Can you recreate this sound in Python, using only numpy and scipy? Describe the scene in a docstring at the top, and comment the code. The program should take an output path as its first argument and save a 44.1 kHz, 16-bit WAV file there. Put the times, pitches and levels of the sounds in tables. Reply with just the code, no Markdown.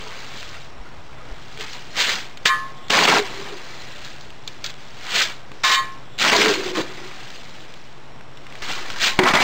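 """Outdoors, a shovel digs wet gravelly concrete out of a steel wheelbarrow and tips it on the ground.
Uneven small contacts make the grit crunch; stones jolt the blade, which scrapes with damped resonances.
The tub booms and groans, the empty blade rings on the rim as a set of dying tones, and stones clack as
short noise bursts. Behind are air noise, a far hum and a low rumble, mostly wind on the microphone.
A small camera with gain control samples it all at a quarter of the rate."""
import sys
import numpy as np
from scipy import signal
from scipy.fft import rfft, irfft, next_fast_len
from scipy.io import wavfile
from scipy.ndimage import uniform_filter1d

SR = 44100
rng = np.random.default_rng(int(sys.argv[2]) if len(sys.argv) > 2 else 0)


def master(y):
    """Save y as 16-bit WAV."""
    cut = np.clip(np.atleast_2d(y).T, -1, 1)
    pcm = np.round(cut * 32767)  # scale
    wavfile.write(sys.argv[1], SR, pcm.astype(np.int16))


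N = 415863
T = np.arange(N) / SR

# In all tables, levels are relative: later mixing gains shift them.
# resonances of the blade under load: f/Hz, width/Hz, level/dB
LOADED_BLADE = [(797, 250, 4.5), (966, 120, 5.5), (1230, 47, -14), (1964, 46, 6), (2200, 120, 7.5)]


def gain_of(db):
    """Turns decibels into an amplitude factor."""
    return 10 ** (np.asarray(db) / 20)


def evened(x):
    """Scales a sound to an rms of 1."""
    return x / np.sqrt(np.mean(x ** 2) + 1e-20)


def level(rows, column):
    """Reads a dB column as amplitude over time, practically silent outside the table."""
    rows = np.array(rows)
    return gain_of(np.interp(T, rows[:, 0], rows[:, column], left=-200, right=-200))


def track(tables):
    """Draws one frequency curve through tables of (t/s, f/Hz)."""
    return np.interp(T, *np.vstack(tables).T)


def coloured(x, points):
    """Filters x with a smooth curve through (f/Hz, level/dB) points, then evens it."""
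    f, db = np.transpose(points)
    size = next_fast_len(N)
    hz = np.fft.rfftfreq(size, 1 / SR)
    curve_db = np.interp(np.log(hz + 1), np.log(f + 1), db)
    return evened(irfft(rfft(x, size) * gain_of(curve_db), size)[:N])


def resonate(x, hz, width):
    """Lets x excite one resonance (two poles, gain about 1 at its peak); a narrow one rings longer."""
    r = np.exp(-np.pi * width / SR)
    turn = 2 * r * np.cos(2 * np.pi * hz / SR)
    return signal.lfilter([(1 - r * r) / 2, 0, (r * r - 1) / 2], [1, -turn, r * r], x)


def follow(x, hz, width):
    """A resonance that moves: shift its frequency to zero, smooth, shift back."""
    turn = np.exp(2j * np.pi * np.cumsum(hz) / SR)
    r = np.exp(-np.pi * width / SR)
    return 2 * (turn * signal.lfilter([1 - r], [1, -r], x / turn)).real


def lumps(per_s, depth_db):
    """A gain that wanders at random, with per_s turning points a second."""
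    knots = rng.standard_normal(1000)
    return gain_of(depth_db * np.interp(T * per_s, np.arange(1000), knots))


def grains(per_s, spread_db, lo_hz, hi_hz, cycles, count=14):
    """Random contacts of uneven size, each a few dying cycles at one of count pitches."""
    size = gain_of(spread_db * np.minimum(rng.exponential(1, N), 5))
    size *= rng.random(N) < per_s / SR
    size *= rng.choice([-1, 1], N)
    kind = rng.integers(0, count, N)
    out = np.zeros(N)
    for k, hz in enumerate(np.geomspace(lo_hz, hi_hz, count)):
        out += resonate(size * (kind == k), hz, hz / (np.pi * cycles))
    return evened(out)


def bump(s, hold, db, rise, fall):
    """An amplitude that swells to s, holds and dies away; all times in seconds."""
    out = np.zeros(N)
    near = slice(max(round((s - .5) * SR), 0), round((s + hold + .8) * SR))
    t = T[near] - s
    swell = np.minimum(t, 0) / max(rise, 1e-3)
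    fade = np.maximum(t - hold, 0) / max(fall, 1e-3)
    out[near] = gain_of(db) * np.exp(swell - fade)
    return out


def add(mix, s, sound):
    """Mixes a sound in at s seconds, cut off at the end of the mix."""
    part = mix[round(s * SR):][:len(sound)]
    part += sound[:len(part)]


def outdoors():
    """Air noise and a far hum waver at random; a low rumble and single gusts are slow pressure noise."""
    # tone of the distant air: f/Hz, level per Hz/dB
    air_tone = [(12, -58), (20, -5.5), (35, -19), (41, -39), (54, -24.5), (128, -14), (182, -18.5),
                (880, -21), (4050, -32), (4780, -43), (5500, -25), (7150, -80), (12100, -120)]
    # strength of the low rumble: wind, and at 6.38 s the thud of the dig: t/s, level/dB
    rumble_level = [(0, -52), (.07, -64), (.3, -50), (.59, -42), (.7, -49), (.9, -50), (1.04, -42.5),
                    (1.2, -50), (1.4, -49), (1.75, -58), (5.3, -54.5), (6.05, -62), (6.38, -39), (6.5, -61),
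                    (9.1, -62), (9.43, -54)]
    # single gusts pushing the microphone: t/s, peak level/dB, f/Hz
    puffs = [(.785, -29.5, 30.2), (1.3, -26.5, 32.2)]
    # tone of the rumble: (f/Hz, level/dB)
    rumble_tone = [(12, -12), (30, -0.5), (70, -2), (160, -13.5), (400, -70)]
    hum_hz = 133.5

    air = gain_of(-43.5) * coloured(rng.standard_normal(N) * lumps(per_s=9, depth_db=.8), air_tone)
    hum = resonate(rng.standard_normal(N), hum_hz, 13.0) + 0.14 * np.sin(2 * np.pi * hum_hz * T)
    rumble = coloured(rng.standard_normal(N) * lumps(per_s=18, depth_db=3.5), rumble_tone)
    out = air + gain_of(-54.5) * evened(hum) + level(rumble_level, 1) * rumble
    for s, db, hz in puffs:
        turns = np.arange(0, 1.5, hz / SR)  # one and a half cycles
        add(out, s, gain_of(db) * np.sin(2 * np.pi * turns) * np.hanning(len(turns)))
    return out


def clacks():
    """Each short clack is a dying noise burst around its own pitch; louder ones ring longer."""
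    # short clacks: stones, and at 2.4575 s the crack of the blade's strike: t/s, level/dB, f/Hz
    hits = [(.429, -26, 2200), (.544, -31, 2000), (1.574, -27, 2400), (1.596, -28, 3400),
            (1.609, -22, 3500), (1.731, -23, 4200), (1.967, -21, 2450), (2.012, -6, 2900),
            (2.373, -24, 3600), (2.4575, 6, 1750), (2.488, -8, 1750), (2.8835, -27, 3800),
            (2.904, -2, 2950), (2.934, -8, 2550), (2.989, -5, 1400), (3.052, 2, 2750), (3.282, -26, 2550),
            (4.048, -26, 3900), (4.209, -30, 4200), (4.304, -33, 2950), (4.4765, -17, 3600),
            (4.6425, -15, 4500), (4.662, -17, 4400), (4.698, -24, 3500), (4.74, -32, 3400),
            (5.134, -20, 3400), (5.162, -9, 3000), (5.517, -29, 1500), (5.64, -7, 1900), (5.714, -2, 3900),
            (6.188, -17, 3800), (6.197, -13, 4300), (6.224, -9, 2000), (6.249, -5, 1300), (6.297, -3, 2200),
            (6.3635, 3, 4300), (6.416, 2, 2350), (6.459, -6, 1300), (6.539, -13, 2400), (7.303, -27, 3900),
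            (7.359, -32, 2900), (7.605, -33, 3200), (7.739, -31, 3500), (8.209, -34, 1850),
            (8.373, -32, 3250), (8.467, -29, 2500), (8.523, -29, 2500), (8.554, -27, 2050),
            (8.621, -24, 2200), (8.691, -21, 1600), (8.901, -17, 1650), (8.961, -22, 1650), (9.19, 8, 1550),
            (9.236, -6, 1600), (9.276, -3, 1250), (9.337, -1, 1300), (9.351, 0, 3600), (9.403, -7, 2200)]
    out, t = np.zeros(N), T[:5000]
    for (s, db, hz), noise in zip(hits, rng.standard_normal((len(hits), 5000))):
        burst = evened(resonate(noise, hz, 2000) + resonate(noise, hz, 440))
        t60 = .035 + .0005 * db  # seconds to die by 60 dB
        add(out, s, gain_of(db - 60 * t / t60) * burst)
    return out


def blade():
    """Strikes start the blade's modes, each stilling the ring before it; rim friction also feeds them."""
    # natural tones of the empty blade: f/Hz, level/dB, time to die by 60 dB/s
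    modes = [(950, -34, 0.15), (1068, -0.5, 0.32), (1074, -15, 0.8), (1210, -6.5, 0.24), (1270, -25, 0.55),
             (1330, -13, 0.23), (1513, -8, 0.16), (1590, -16, 0.18), (1730, -4, 0.35), (1863, -11, .22),
             (1913, -5.5, 0.26), (2140, -6, 0.11), (2374, -5.5, 0.091), (2370, -17, 0.11),
             (2700, -23, 0.25), (2880, -32, 0.088), (3020, -6, 0.066), (3150, -12, 0.16), (3640, -5, 0.09),
             (3780, -3.5, 0.059), (3900, -6, 0.084), (4330, -39, 0.14), (4430, -13, 0.2), (4900, -23, 0.26),
             (5100, -47, .2)]
    # drags over the rim: t/s, length/s, friction feeding the modes/dB, rasp length/s, direct rasp/dB
    drags = [(2.456, 0.078, -24, 0.011, 2.5), (5.637, 0.078, -9, 0.074, -5),
             (5.715, .065, -16, 0.031, -0.5), (9.035, .055, -26, 0.048, -22)]
    # strikes on the rim: t/s, level/dB, brightness/dB per octave, time for the ring to swell up/s
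    clangs = [(2.458, -5, 7.5, 0.0036), (2.488, 1, 0, 0.0094), (5.641, 1, 2.5, 0.0042),
              (5.695, -3.5, 3.5, 0.0034), (5.716, 2.5, 0, 0.0033), (5.744, -3.5, 6, 0.0026),
              (5.765, -8, 3.5, 0.0071), (6.749, -20, -2, 0.0021), (9.085, -22, -8, 0.017)]
    # a faint narrow swish before a dig: t/s, length/s, level/dB
    swishes = [(2.775, 0.16, -47), (6.04, .14, -50)]

    out = np.zeros(N)
    noise = evened(rng.standard_normal(N) * lumps(per_s=90, depth_db=3.0))
    for s, length, rub_db, rasp_s, rasp_db in drags:
        start = s - .01  # early enough to catch the swell
        near = slice(round(start * SR), round(start * SR) + 30000)
        rub = (noise * bump(s, length, rub_db, 0.00082, 0.033))[near]
        rasp = (noise * bump(s, rasp_s, rasp_db, 0.00082, 0.011))[near]
        # the root keeps long, narrow modes from coming out weaker
        fed = sum(gain_of(db) * np.sqrt(t60) * resonate(rub, hz, 3 / t60) for hz, db, t60 in modes)
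        add(out, start, gain_of(22.5) * fed + 1.8 * resonate(rasp, 3500, 4500))

    hz, mode_db, t60 = np.transpose(modes)[:, :, None]
    t = T[:30000]
    until_next = np.diff(np.array(clangs)[:, 0], append=np.inf)
    # each strike lands on another spot, so the modes' balance differs
    spots_db = 2 * rng.standard_normal((len(clangs), len(modes), 1))
    for (s, db, tilt_db, swell), lasts, spot_db in zip(clangs, until_next, spots_db):
        struck_db = db - 7.5 + mode_db + tilt_db * np.log2(hz / 1070) + spot_db
        ring = (gain_of(struck_db - 60 * t / t60) * np.sin(2 * np.pi * hz * t)).sum(0)
        ring *= 1 - np.exp(-t / max(swell, 1e-3))
        ring *= np.exp(-np.maximum(t - lasts, 0) / 0.0045)  # the next strike stills it
        add(out, s, ring)

    swish_gain = sum(bump(*row, .02, .01) for row in swishes)
    return out + swish_gain * evened(resonate(noise, 3430, 350))


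def tub(gain):
    """The steel tub groans with a stutter under the blade's uneven push and booms under single blows."""
    # resonances of the tub: f/Hz, width/Hz, level/dB
    tub_modes = [(211, 31, -8.5), (313, 100, -6.5), (489, 94, -9.5), (624, 27, -14.5)]
    # the tub's main tone under changing load: t/s, f/Hz
    main_tone = [(1.6, 430), (2.9, 425), (3.3, 400), (3.7, 385), (6.25, 420), (6.5, 405), (6.7, 365),
                 (6.82, 370), (7.2, 372), (9.2, 370)]
    # single blows: t/s, level/dB, time for the main tone to die by 60 dB/s
    blows = [(2.455, -8, 0.074), (2.905, -12, .12), (5.515, -29, 0.058), (5.639, -19, 0.092),
             (5.7, -17, 0.11), (6.22, -19, .06), (6.416, -11, 0.097), (6.5, -13, 0.04), (6.803, -12, 0.06),
             (9.19, 10.5, 0.19), (9.234, -3, 0.06), (9.339, -3, 0.1), (9.36, -9, .06), (9.405, -9, .08)]

    push = rng.standard_normal(N) * lumps(per_s=54, depth_db=3.0)
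    groan_hz = track([main_tone])
    boom = sum(gain_of(db) * resonate(resonate(push, hz, w), hz, w) for hz, w, db in tub_modes)
    wobble_hz = groan_hz * lumps(per_s=45, depth_db=.33)
    groan = np.sin(2 * np.pi * np.cumsum(wobble_hz) / SR) * lumps(per_s=60, depth_db=5.0)
    stutter_hz = 45 * lumps(per_s=25, depth_db=2.)
    groan *= .3 + abs(np.cos(np.pi * np.cumsum(stutter_hz) / SR))  # stick and slip
    out = gain_of(-3.5) * gain * evened(0.5 * evened(boom) + groan)

    t = T[:12000]
    for s, db, t60 in blows:
        # side tones die faster than the main tone
        ring = sum(gain_of(d + 11.5 - 60 * t / 0.053) * np.sin(2 * np.pi * hz * t)
                   for hz, w, d in tub_modes)
        ring += sum(gain_of(d - 1 - 60 * t / 0.038) * np.sin(2 * np.pi * hz * t)
                    for hz, w, d in LOADED_BLADE[:2])
        ring += np.sin(2 * np.pi * groan_hz[round(s * SR)] * t)
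        onset = np.minimum(t / 0.0016, 1)
        add(out, s, gain_of(db - 9.5 - 60 * t / t60) * ring * onset)
    return out


def handling():
    """How hard the mix is worked: digs, slides and settling add in power; depth sets the hollow tone."""
    # loose mix settling between strokes: t/s, level/dB, coarse part against it/dB
    settling = [(0, -42, 4), (.4, -40, -1), (.52, -41.5, -0.5), (.75, -55.5, 6), (1.2, -54, 10),
                (1.55, -46, 1), (1.9, -47, -6), (2.4, -56, 4), (2.53, -40, 0), (2.85, -59, 11),
                (3.3, -38, 6), (3.6, -43, 5), (4.0, -43.5, 0), (4.39, -52.5, -8), (4.95, -47.5, 3),
                (5.5, -56, -3), (5.8, -41, 2), (6.15, -63.5, 8), (6.86, -42.5, 6.5), (7.2, -42, 2.5),
                (7.6, -48, 0), (8.25, -60, 4), (8.6, -47, 2), (9.43, -38, 7)]
    # one curve a dig, blade pushed into the mix: t/s, effort/dB, depth (0 to 1)
    digs = [
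        [(2.897, -30, .3), (2.903, -9.5, 0.5), (2.93, -11.5, 0.6), (2.99, -4, 0.6), (3.02, -12.5, 0.75),
         (3.058, -2, 0.67), (3.07, -5.5, 0.95), (3.085, -2, 0.8), (3.14, -6.5, 0.83), (3.185, -8, 0.82),
         (3.207, -23.5, 0.8), (3.28, -30.5, 0.44)],
        [(6.18, -38, 0), (6.22, -14, 0), (6.25, -9, 0.63), (6.285, -6, 0.48), (6.335, -3.5, 0.82),
         (6.36, -4.5, .65), (6.408, -10, 0.26), (6.42, -6, 0.4), (6.505, -13, 0.73), (6.535, -23.5, 0.14),
         (6.58, -27, 0.4), (6.72, -30.5, 0.62), (6.765, -25.5, 0.3), (6.815, -28.5, 0.2), (6.845, -42, .2)],
        [(9.187, -29, 0.5), (9.191, -3, 0.5), (9.198, -9, 0.8), (9.23, -15, 1), (9.236, -8, 1),
         (9.255, -14.5, 0.7), (9.29, -2, 0.3), (9.31, -8.5, 1), (9.333, -15, 0.6), (9.339, -4, 1),
         (9.37, -5, 0.8), (9.395, -13, .7), (9.43, -3, 0.47)],
    ]
    # each dig's mix against its effort: grit/dB, tub/dB
    mixes = [(-10.5, -6), (-9.5, -3), (-16.5, -21)]
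    # mix sliding off or over the blade: peak t/s, grit level/dB, rise/s, fall/s, coarse against grit/dB
    slides = [(1.606, -31.5, 0.0087, 0.081, -2), (1.735, -38.5, 0.013, 0.073, -2),
              (1.975, -29, 0.019, .02, 2), (2.017, -11, .02, 0.025, -10), (2.094, -20, 0.031, 0.064, -1),
              (4.06, -41, .05, 0.07, -3), (4.478, -46, 0.009, 0.086, 1), (4.644, -29, 0.0027, 0.028, -8),
              (4.704, -35.5, .015, 0.0078, -8), (5.12, -29.5, 0.064, 0.056, -2),
              (5.165, -17, 0.02, 0.051, -1.5), (5.222, -12.5, 0.04, 0.019, -12),
              (5.3, -35.5, 0.051, 0.043, 1), (8.624, -32, .002, 0.082, 1.5), (8.71, -29, 0.044, .1, 2.5),
              (8.85, -40.5, 0.053, 0.052, 6), (8.93, -37, 0.056, 0.055, 3),
              (9.041, -12, 0.02, 0.035, -11.5), (9.08, -13, 0.03, 0.015, -7)]
    # the tub hums on: t/s, length/s, level/dB
    groans = [(0, 0.067, -45), (1.608, .01, -37), (3.177, .012, -19), (3.29, 0.29, -38),
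              (6.368, .14, -11.5), (6.558, 0.097, -26), (6.682, 0.054, -28), (6.783, 0.021, -18),
              (6.88, 0.2, -39.5), (8.75, 0.15, -45)]
    # change from a buried blade to one at the surface
    shallow_grit_db, shallow_scrape_db, shallow_tub_db = 9, -5.5, -27
    # the hollow tone drops as the blade goes in
    bite_shallow_hz, bite_deep_hz = 1380, 720

    s, db, coarse_db = np.transpose(settling)
    layers_db = [db, db + coarse_db, db - 13.5]  # grit, scrape, tub
    power = np.array([gain_of(np.interp(T, s, layer_db)) for layer_db in layers_db]) ** 2
    bite = []
    jerks = lumps(per_s=45, depth_db=4)  # the buried blade advances in jerks
    for rows, (grit_db, tub_db) in zip(digs, mixes):
        s, db, depth = np.transpose(rows)
        buried = np.clip(depth, 0, 1)
        shallow = 1 - buried
        layers_db = [grit_db + shallow_grit_db * shallow,
                     shallow_scrape_db * shallow,
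                     tub_db + shallow_tub_db * shallow]
        jerking = jerks ** np.interp(T, s, buried)  # stronger when deeper
        for k, layer_db in enumerate(layers_db):
            power[k] += (jerking * level(np.c_[s, db + layer_db], 1)) ** 2
        bite.append(np.c_[s, bite_deep_hz + (bite_shallow_hz - bite_deep_hz) * shallow])
    for s, db, rise, fall, coarse_db in slides:
        power += (bump(s, 0, db, rise, fall) * gain_of([[0], [coarse_db], [-29]])) ** 2
    power[2] += sum(bump(*row, rise=0.018, fall=0.026) ** 2 for row in groans)
    return np.sqrt(power), track(bite)


def scrape(gain, bite_hz):
    """Larger stones jolt and knock the loaded blade, which answers with damped resonances."""
    # tone of the jolts: f/Hz, level per Hz/dB
    jolt_tone = [(59, -61), (100, 1.5), (230, 4.5), (433, -0.5), (590, 0.5), (967, -2), (1180, 1.5),
                 (1940, 1.5), (4000, -20), (5200, -51), (8800, -120)]
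    jolts = grains(per_s=1800, spread_db=-0.5, lo_hz=159, hi_hz=3000, cycles=1.28)
    knocks = grains(per_s=250, spread_db=3.0, lo_hz=523.4, hi_hz=2612, cycles=17.5)
    jolts = coloured(jolts + 0.62 * knocks, jolt_tone)
    body = 1.97 * jolts
    body += sum(gain_of(db + 1.5) * resonate(jolts, hz, w) for hz, w, db in LOADED_BLADE)
    body += gain_of(4.0) * follow(jolts, bite_hz, 260.0)  # the hollow tone
    return gain_of(-4.0) * gain * evened(body * lumps(per_s=70, depth_db=2.5))


def grit(gain):
    """Small stones crunch past each other as very short contacts; some ping longer on the steel."""
    # tone of the crunch: f/Hz, level per Hz/dB
    crunch_tone = [(180, -34), (300, -24), (364, -5), (615, -14.5), (942, -17.5), (1530, -3.5),
                   (1670, -3.5), (3070, -1.5), (5500, -1), (7150, -47), (12100, -120)]
    crunch = grains(per_s=5000, spread_db=1.8, lo_hz=500, hi_hz=6000, cycles=2.2)
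    pings = grains(per_s=500, spread_db=1.5, lo_hz=1204.4, hi_hz=5180, cycles=42.0, count=24)
    crunch += 0.5 * pings
    return gain_of(4.5) * gain * coloured(crunch * lumps(per_s=78, depth_db=0.5), crunch_tone)


def scene():
    """Close work in the open, with one faint bounce off the ground."""
    (grit_gain, scrape_gain, tub_gain), bite_hz = handling()
    near = grit(grit_gain) + scrape(scrape_gain, bite_hz) + tub(tub_gain) + blade() + clacks()
    bounce = 0.028 * np.roll(near, 130)  # about 3 ms later
    return (near + bounce + outdoors())[None]


def record(dry):
    """A small camera: an offset that doubles at 8.62 s, gain control, quarter-rate samples joined up."""
    # the offset doubles where a second shot's own offset fades in and adds to the first
    x = dry[0] - .026 * (1 + np.clip((T - 8.62) / 0.0059, 0, 1))
    # gain control follows the loudest recent level
    power_db = 10 * np.log10(abs(uniform_filter1d(dry[0] ** 2, 500, origin=150)) + 1e-12)
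    fall_db = T * 400.  # the followed level falls by 400 dB a second
    held_db = np.maximum.accumulate(power_db + fall_db) - fall_db
    over_db = np.maximum(held_db + 17, 0)  # what exceeds -17 dB
    x = x / gain_of(.6 * uniform_filter1d(over_db, 200))
    # low-pass, keep every fourth sample, join them by straight lines
    x = signal.oaconvolve(x, signal.firwin(41, 5900, fs=SR), "same")
    x = np.interp(np.arange(N), np.arange(0, N, 4), x[::4])
    x = signal.lfilter([.8, .2], 1, x)  # playback dulls the top a little
    x = np.tanh(.8 * x) / .8  # the loudest peaks are rounded off
    band_limit = signal.firwin(511, 15780, window=("kaiser", 9), fs=SR)
    return signal.oaconvolve(x[None], band_limit[None], "same")


dry = scene()
out = record(dry)
master(out)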